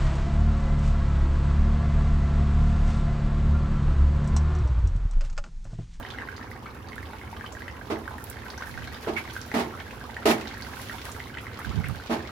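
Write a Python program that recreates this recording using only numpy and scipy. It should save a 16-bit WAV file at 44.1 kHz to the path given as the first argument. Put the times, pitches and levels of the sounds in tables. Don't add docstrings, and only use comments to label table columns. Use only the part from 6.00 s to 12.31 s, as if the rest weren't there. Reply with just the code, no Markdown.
import sys
import numpy as np
from scipy import signal
from scipy.io import wavfile

SR = 44100
rng = np.random.default_rng(int(sys.argv[2]) if len(sys.argv) > 2 else 0)


def persist_wave(psi):
    counts = np.round(np.clip(psi, -1, 1) * 32767).astype(np.int16)
    wavfile.write(sys.argv[1], SR, np.atleast_2d(counts).T)


N = 278258
TIME = np.arange(N) / SR

# t/s, level/dB, f/Hz
POPS = [(0.05, -29.5, 1900), (0.186, -25, 1980), (0.221, -28, 1760), (0.287, -29.5, 1530),
        (0.659, -29.5, 1300), (0.981, -25, 1740), (1.214, -31, 2070), (1.329, -28, 930),
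        (1.41, -29.5, 1730), (1.442, -27.5, 1200), (1.621, -29, 1950), (1.681, -25, 1960),
        (2.078, -28, 1540), (2.579, -34, 1520), (2.623, -23.5, 1500), (2.776, -26.5, 1550),
        (3.365, -23, 1540), (3.516, -25, 1990), (4.167, -24, 1850), (4.621, -33, 1580),
        (4.897, -25.5, 1850), (5.202, -25.5, 2030), (5.351, -35, 2050), (5.372, -25, 1970),
        (5.468, -26, 2040), (5.591, -28, 1270), (5.647, -26.5, 1550), (5.842, -25.5, 2100)]
POP_PITCHES = [980, 1240, 1510, 1673, 2010]
# f/Hz, level/dB
BUBBLE_LEVELS = [(450, -8.5), (700, -4), (950, 5.5), (1400, 4), (2050, 5.5), (2600, -4), (4000, -5),
                 (6000, -5.5)]
# t/s, level/dB, f/Hz
SPITS = [(0.1039, -27.5, 3420), (0.365, -34, 4660), (1.4621, -32, 2970), (1.5244, -34.5, 7000),
         (2.5024, -30.5, 4570), (2.578, -31, 5950), (2.8738, -35, 4080), (2.944, -31.5, 3560),
         (3.2999, -33, 3300), (3.4148, -30, 5670), (4.4733, -31.5, 3940), (4.6223, -28.5, 4600),
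         (4.9833, -32.5, 3380), (5.1174, -28.5, 7000), (5.384, -29.5, 2630), (5.8568, -30, 2680)]
# t/s, level/dB
OIL_CRACKS = [(0.957, -37), (1.9889, -38), (3.5997, -29), (5.0543, -31), (5.596, -35), (5.885, -31.5)]
# t/s, sizzle level/dB, fine spray level/dB
SIMMER = [(0.0, -56.5, -67.5), (0.7, -65.5, -67), (1.03, -61.5, -63.5), (1.69, -60.5, -64.5),
          (2.78, -54.5, -61.5), (3.48, -51.5, -60), (3.62, -52.5, -62), (3.97, -56, -60.5),
          (4.2, -54, -63.5), (4.41, -49.5, -66), (4.64, -52.5, -57), (4.83, -47.5, -51), (5.01, -49, -57.5),
          (5.24, -54, -59), (5.43, -60, -70), (5.61, -52.5, -65), (5.97, -53, -60.5), (6.31, -52.5, -70)]
# f/Hz, level/dB
SIZZLE_COLOUR = [(500, -19), (1500, 2.5), (3000, 3), (4500, -1), (6500, -8.5), (8500, -19), (16000, -19)]
# f/Hz, level/dB
SPRAY_COLOUR = [(3000, -8), (6000, -2), (8500, -10.5), (11500, 1), (16000, -12)]
# t/s, level/dB, fading time/s
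SPURTS = [(2.51, -58, 0.1), (2.656, -51, 0.074), (3.02, -48, 0.039), (3.165, -46, 0.042),
          (3.328, -46, 0.039), (5.04, -50.5, 0.16), (5.405, -50, 0.067)]
# t/s, level/dB, treble lift/dB, ring level/dB, build-up/s, hold/s, first thud f/Hz
KNOCKS = [(1.900, -27, -11.5, -4.5, 0.0037, 0.023, 430), (3.070, -27.5, -15.5, -3, 0.0034, 0.025, 446),
          (3.540, -25, -7, -3.5, 0.00062, 0.07, 272), (4.2551, -21.5, 1.5, 0.5, 0.00053, 0.056, 415),
          (6.095, -25.5, -8.5, -3, 0.01, 0.045, 230)]
# f/Hz, level/dB, t60/s (the time to fade by 60 dB)
KNOCK_NOTES = [(224.5, -0.5, 0.63), (267, -14, 0.65), (327.3, 0, 0.47), (343, -4.5, 0.54),
               (388, -8.5, 0.54), (439.6, 4, 0.31), (466, -16, 0.26), (607, 1.5, 0.3), (670, 3, 0.31),
               (770, -11, 0.4), (828, -14, 0.44), (840, -32, 0.44), (1120, -17, 0.73), (1250, -3.5, 0.32)]
# f/Hz, level/dB
KNOCK_COLOUR = [(100, -26), (160, -8), (240, -6), (420, 1), (520, -14.5), (700, 1), (1100, -7.5),
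                (2100, -12), (3500, -14.5), (5500, -19), (8000, -28), (12000, -23.5), (16000, -40)]
# f/Hz, level/dB
CRUNCH_COLOUR = [(800, -52), (2000, 12.5), (4000, -6), (6000, -7), (8500, -12), (12000, -11), (16000, -17)]
# t/s, level/dB, f/Hz, width/Hz, t60/s, echo level/dB
CLICKS = [(2.241, -20.5, 13400, 6000, 0.009, -2), (2.299, -25, 11600, 5000, 0.038, -6)]
# f/Hz, width/Hz, level/dB
TAP_NOTES = [(1510, 1200, -33), (2230, 170, -30), (2640, 190, -43), (3770, 2200, -57)]
# f/Hz, level/dB
FLAME_COLOUR = [(22, -26), (40, -16), (60, 0), (80, 3), (122, -2), (160, -17), (220, -2), (320, -13),
                (450, -5.5), (560, -25.5), (850, -13), (2000, -24), (4000, -49)]
# t/s, level/dB, half length/s
PUFFS = [(2.80, -36, 0.08), (5.693, -21.5, 0.02), (5.782, -19, 0.019), (5.894, -24, 0.038)]
# f/Hz, level/dB
PUFF_COLOUR = [(22, -28), (45, -8), (65, 3.5), (110, 3.5), (165, 4), (260, -15.5), (450, -22.5),
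               (1000, -96)]
# f/Hz, t60/s
ROOM_T60 = [(200, 0.57), (700, 0.35), (2000, 0.15), (6000, 0.18), (14000, 0.16)]
# f/Hz, level/dB
ROOM_COLOUR = [(100, -29), (2000, 5.5), (6000, 6.5), (16000, 4)]
# f/Hz, likeness (1 = the same)
LIKENESS = [(60, 0.94), (300, 0.96), (550, 0.61), (900, 0.13), (2000, 0), (4000, 0), (16000, 0)]
# f/Hz, share
TREBLE_SHARE = [(400, 0.1), (2000, 0.27), (10000, 0.93)]


def burst(hz, cycles, rise, snap, snap_cycles=2.1, snap_width=0.28):
    t = TIME[:SR // 40]
    age = t * hz / cycles
    pitch_hz = hz * (1 + rise * (1 - 2 * np.exp(-age * 6)))
    ring = np.sin(2 * np.pi * np.cumsum(pitch_hz) / SR) * from_db(-60 * age)
    tear = rms_one(resonance(rng.standard_normal(len(t)), hz, snap_width * hz))
    return ring + snap * tear * np.exp(-t * hz / snap_cycles)


def big_bubbles(cycles=33.4, splash_db=-11.0, splash_s=0.025, detune=0.043, pan_db=5.5):
    out, quiet = np.zeros((2, N)), []
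    for s, db, draw in scattered(count=52, db=-32.5, spread_db=1.5):
        hz = POP_PITCHES[int(np.sqrt(draw) * len(POP_PITCHES))]
        quiet.append((s, db, hz * np.exp(detune * rng.standard_normal())))
    for s, db, hz in list(POPS) + quiet:
        sides = panned(pan_db * rng.standard_normal())
        add(out, s, from_db(db) * sides * burst(hz, cycles, rise=0.07, snap=0.21))
        for late, pitch in rng.random((3, 2)):
            splash = burst(hz * (.7 + pitch), cycles, rise=0.13, snap=0.29)
            add(out, s + late * splash_s, from_db(db + splash_db - 16 * late) * splash)
    return out


def small_bubbles(count=2000, low_hz=450, high_hz=6000, spread_db=2.5, cycles=33.5, pan_db=14.5):
    out = np.zeros((2, N))
    for when, pitch, size, length, place, glide in rng.random((count, 6)):
        hz = low_hz * (high_hz / low_hz) ** pitch
        db = at_hz(BUBBLE_LEVELS, hz) + spread_db * min(-np.log(1 - size), 3)
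        bubble = burst(hz, cycles * (.5 + length), rise=0.23 * glide, snap=0.23)
        add(out, when * N / SR, from_db(db) * panned(pan_db * (2 * place - 1)) * bubble)
    return rms_one(out)


def spits(cycles=29, gain_db=0.5, scatter_db=-2.5, scatter_s=0.0077, low_hz=2600, high_hz=4600):
    out = np.zeros((2, N))
    quiet = [(s, db, low_hz * (high_hz / low_hz) ** draw)
             for s, db, draw in scattered(count=19, db=-39.0, spread_db=4.0)]
    for s, db, hz in list(SPITS) + quiet:
        add(out, s, from_db(db + gain_db) * burst(hz, cycles, rise=0.069, snap=0.41))
        for late, pitch, side in rng.random((4, 3)):
            droplet = burst(hz * (.7 + .7 * pitch), cycles, rise=0.078, snap=0.31)
            gain = from_db(db + gain_db + scatter_db * (1 + late))
            add(out[int(2 * side)], s + late * scatter_s, gain * droplet)
    return out


def oil_cracks(fading_s=0.00061):
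    out, t = np.zeros((2, N)), TIME[:SR // 100]
    quiet = [(s, db) for s, db, _ in scattered(count=16, db=-44.0, spread_db=8.0)]
    for s, db in list(OIL_CRACKS) + quiet:
        crack = rms_one(resonance(rng.standard_normal((2, len(t))), hz=11000, width_hz=6000))
        add(out, s, from_db(db) * crack * np.exp(-t / fading_s))
    return out


def sizzle(colour, per_s, spread_db, hiss, grain_s=0.001, linger=0.097, linger_s=0.014):
    starts = rng.random(N) < per_s / SR
    power = starts * from_db(spread_db * np.minimum(rng.exponential(1, N), 4)) ** 2 + 1e-18
    direct, echo = [signal.lfilter([1], [1, -np.exp(-1 / (s * SR))], power) for s in (grain_s, linger_s)]
    grains = direct + linger * echo
    return rms_one(noise(colour) * np.sqrt(hiss + grains / grains.mean()))


def spurts(swell_s=0.0025, splash_s=0.019):
    flow, t = np.zeros(N), TIME[:SR // 3]
    quiet = [(s, db, splash_s * (.5 + draw))
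             for s, db, draw in scattered(count=10, db=-53.0, spread_db=3.0)]
    for s, db, fading_s in list(SPURTS) + quiet:
        add(flow, s, from_db(db) * np.exp(-t / fading_s) * swell(t, swell_s))
    return flow * sizzle(SPRAY_COLOUR, per_s=790.0, spread_db=3.0, hiss=0.27)


def knocks(notes_db=-2.5, echo_db=-0.5, swell_s=0.0057):
    out, t = np.zeros((2, N)), TIME[:SR // 2]
    for s, db, treble_db, ring_db, build_s, hold_s, _ in KNOCKS:
        for hz, note_db, t60 in KNOCK_NOTES:
            phase = rng.uniform(0, 2 * np.pi) + np.array([[.5], [-.5]]) * rng.choice([-1, 1]) * hz / 750
            note = np.sin(2 * np.pi * hz * t + phase) * swell(t, swell_s)
            add(out, s, from_db(db + ring_db + notes_db + note_db - 60 * t / t60) * note)
        add(out, s, from_db(db + echo_db) * room_tail(KNOCK_COLOUR, treble_db, build_s, hold_s))
    return out


def thuds(gain_db=8.5, t60=0.076, bounce_s=0.021, pitch_ratio=0.756, lowest_hz=229):
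    out, t = np.zeros(N), TIME[:SR // 8]
    for s, db, *_, hold_s, first_hz in KNOCKS:
        for bounce, late in enumerate(np.arange(0, hold_s, bounce_s)):
            hz = max(first_hz * pitch_ratio ** bounce, lowest_hz)
            thud = np.sin(2 * np.pi * hz * t) * swell(t, 1 / hz)
            add(out, s + late, from_db(db + gain_db - 60 * t / t60) * thud)
    return out


def crunch(gain_db=-11.0, fading_s=0.048):
    force, t = np.zeros(N), TIME[:SR // 4]
    for s, db, treble_db, _, build_s, hold_s, _ in KNOCKS:
        shape = swell(t, build_s) * np.exp(-np.maximum(t - hold_s, 0) / fading_s)
        add(force, s, from_db(db + treble_db + gain_db) * shape)
    return force * sizzle(CRUNCH_COLOUR, per_s=400.0, spread_db=5.0, hiss=0.074)


def utensil_clicks(room, balance_db=-3.0):
    out, t = np.zeros((2, N)), TIME[:SR // 8]
    for s, db, hz, width_hz, t60, echo_db in CLICKS:
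        contact = rng.standard_normal((2, len(t))) * from_db(-60 * t / t60)
        click = resonance(contact, hz, width_hz)
        click = from_db(db) * click / np.abs(click).max()
        add(out, s, click)
        add(out, s, from_db(echo_db) * room_echo(click, room))
    return out * panned(balance_db)


def kitchenware_tap(at_s=3.162, t60=0.12, swell_s=0.0016, gain_db=-1.0, hold_s=0.025):
    out, t = np.zeros((2, N)), TIME[:SR // 3]
    fade_db = 60 * np.maximum(t - hold_s, 0) / t60
    for hz, width_hz, db in TAP_NOTES:
        band = resonance(rng.standard_normal((2, SR)), hz, width_hz)
        ring = rms_one(resonance(band, hz, 2 * width_hz))[:, -len(t):]
        add(out, at_s, from_db(db + gain_db - fade_db) * ring * swell(t, swell_s))
    return out


def flame(gain_db=-41.5):
    return from_db(gain_db) * noise(FLAME_COLOUR)


def air_puffs(left_db=-25.0):
    force = sum(from_db(db) * np.exp(-.5 * ((TIME - s) / half_s) ** 2) for s, db, half_s in PUFFS)
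    return force * np.array([from_db(left_db) * noise(PUFF_COLOUR)[0], noise(PUFF_COLOUR)[1]])


def room_tail(colour, treble_db=0., build_s=0.00047, hold_s=0.):
    t = TIME[:SR // 2]
    bands = list(noise_bands(colour, len(t)))
    strength = np.std(sum(band for hz, band in bands))
    dying_s = np.maximum(t - hold_s, 0)
    tail = sum(band * from_db(treble_db * at_hz(TREBLE_SHARE, hz) - 60 * dying_s / at_hz(ROOM_T60, hz))
               for hz, band in bands)
    return tail / strength * swell(t, build_s)


def room_echo(x, room):
    return signal.fftconvolve(x.mean(axis=0)[None], room, axes=1)[:, :N]


def noise_bands(colour, size):
    edges = np.geomspace(25, 19000, 29)
    white = rng.standard_normal((2, 2, size + 4096))
    for k, (low, high) in enumerate(zip(edges, edges[1:])):
        band_filter = signal.butter(2, [low, high], "band", fs=SR, output="sos")
        shared, opposite = signal.sosfilt(band_filter, white[k % 2])[:, -size:]
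        hz = np.sqrt(low * high)
        alike = at_hz(LIKENESS, hz)
        band = np.sqrt(1 + alike) * shared + np.sqrt(1 - alike) * opposite * [[1], [-1]]
        yield hz, from_db(at_hz(colour, hz)) * band


def noise(colour):
    return rms_one(sum(band for hz, band in noise_bands(colour, N)))


def resonance(x, hz, width_hz):
    r = np.exp(-np.pi * width_hz / SR)
    feedback = [1, -2 * r * np.cos(2 * np.pi * hz / SR), r * r]
    return signal.lfilter(np.array([1, 0, -1]) * (1 - r * r) / 2, feedback, x + 1e-18)


def scattered(count, db, spread_db):
    when, size, draw = rng.random((count, 3)).T
    s = (np.arange(count) + 2 * when) % count / count * N / SR
    return zip(s, db + spread_db * (2 * size - 1), draw)


def swell(t, rise_s):
    return 1 - np.exp(-t / rise_s)


def from_db(db):
    return 10 ** (np.asarray(db) / 20)


def rms_one(x):
    return x / np.sqrt(np.mean(x ** 2) + 1e-20)


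def at_hz(table, hz):
    freqs, values = np.transpose(table)
    return np.interp(np.log(hz), np.log(freqs), values)


def panned(balance_db):
    return from_db(np.array([[.5], [-.5]]) * balance_db)


def add(out, s, sound):
    at = max(int(s * SR), 0)
    out[..., at:at + sound.shape[-1]] += sound[..., :max(N - at, 0)]


def scene(crowd_db=-46.5, sizzle_db=3.0, spray_db=3.5, echo_db=-2.0):
    times, *levels = np.transpose(SIMMER)
    rim_db, mist_db = [np.interp(TIME, times, db) for db in levels]
    boil_db = crowd_db + 0.19 * (rim_db - rim_db.mean())
    room = room_tail(ROOM_COLOUR)
    room /= np.sqrt(np.sum(room ** 2) / 2)
    bubbles = big_bubbles() + spits() + oil_cracks() + from_db(boil_db) * small_bubbles()
    rim = from_db(rim_db + sizzle_db) * sizzle(SIZZLE_COLOUR, per_s=230.0, spread_db=5.5, hiss=0.52)
    mist = from_db(mist_db + spray_db) * sizzle(SPRAY_COLOUR, per_s=130.0, spread_db=3.5, hiss=0.52)
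    pan = bubbles + from_db(echo_db) * room_echo(bubbles, room) + rim + mist + spurts()
    cooking = pan + flame() + utensil_clicks(room) + kitchenware_tap()
    blows = knocks() + thuds() + crunch()
    return cooking * panned(balance_db=-2.5) + blows * panned(balance_db=-3.0) + air_puffs()


def record(dry):
    return signal.sosfilt(signal.ellip(10, .2, 80, 16000, fs=SR, output="sos"), dry)


dry = scene()
out = record(dry)
persist_wave(out)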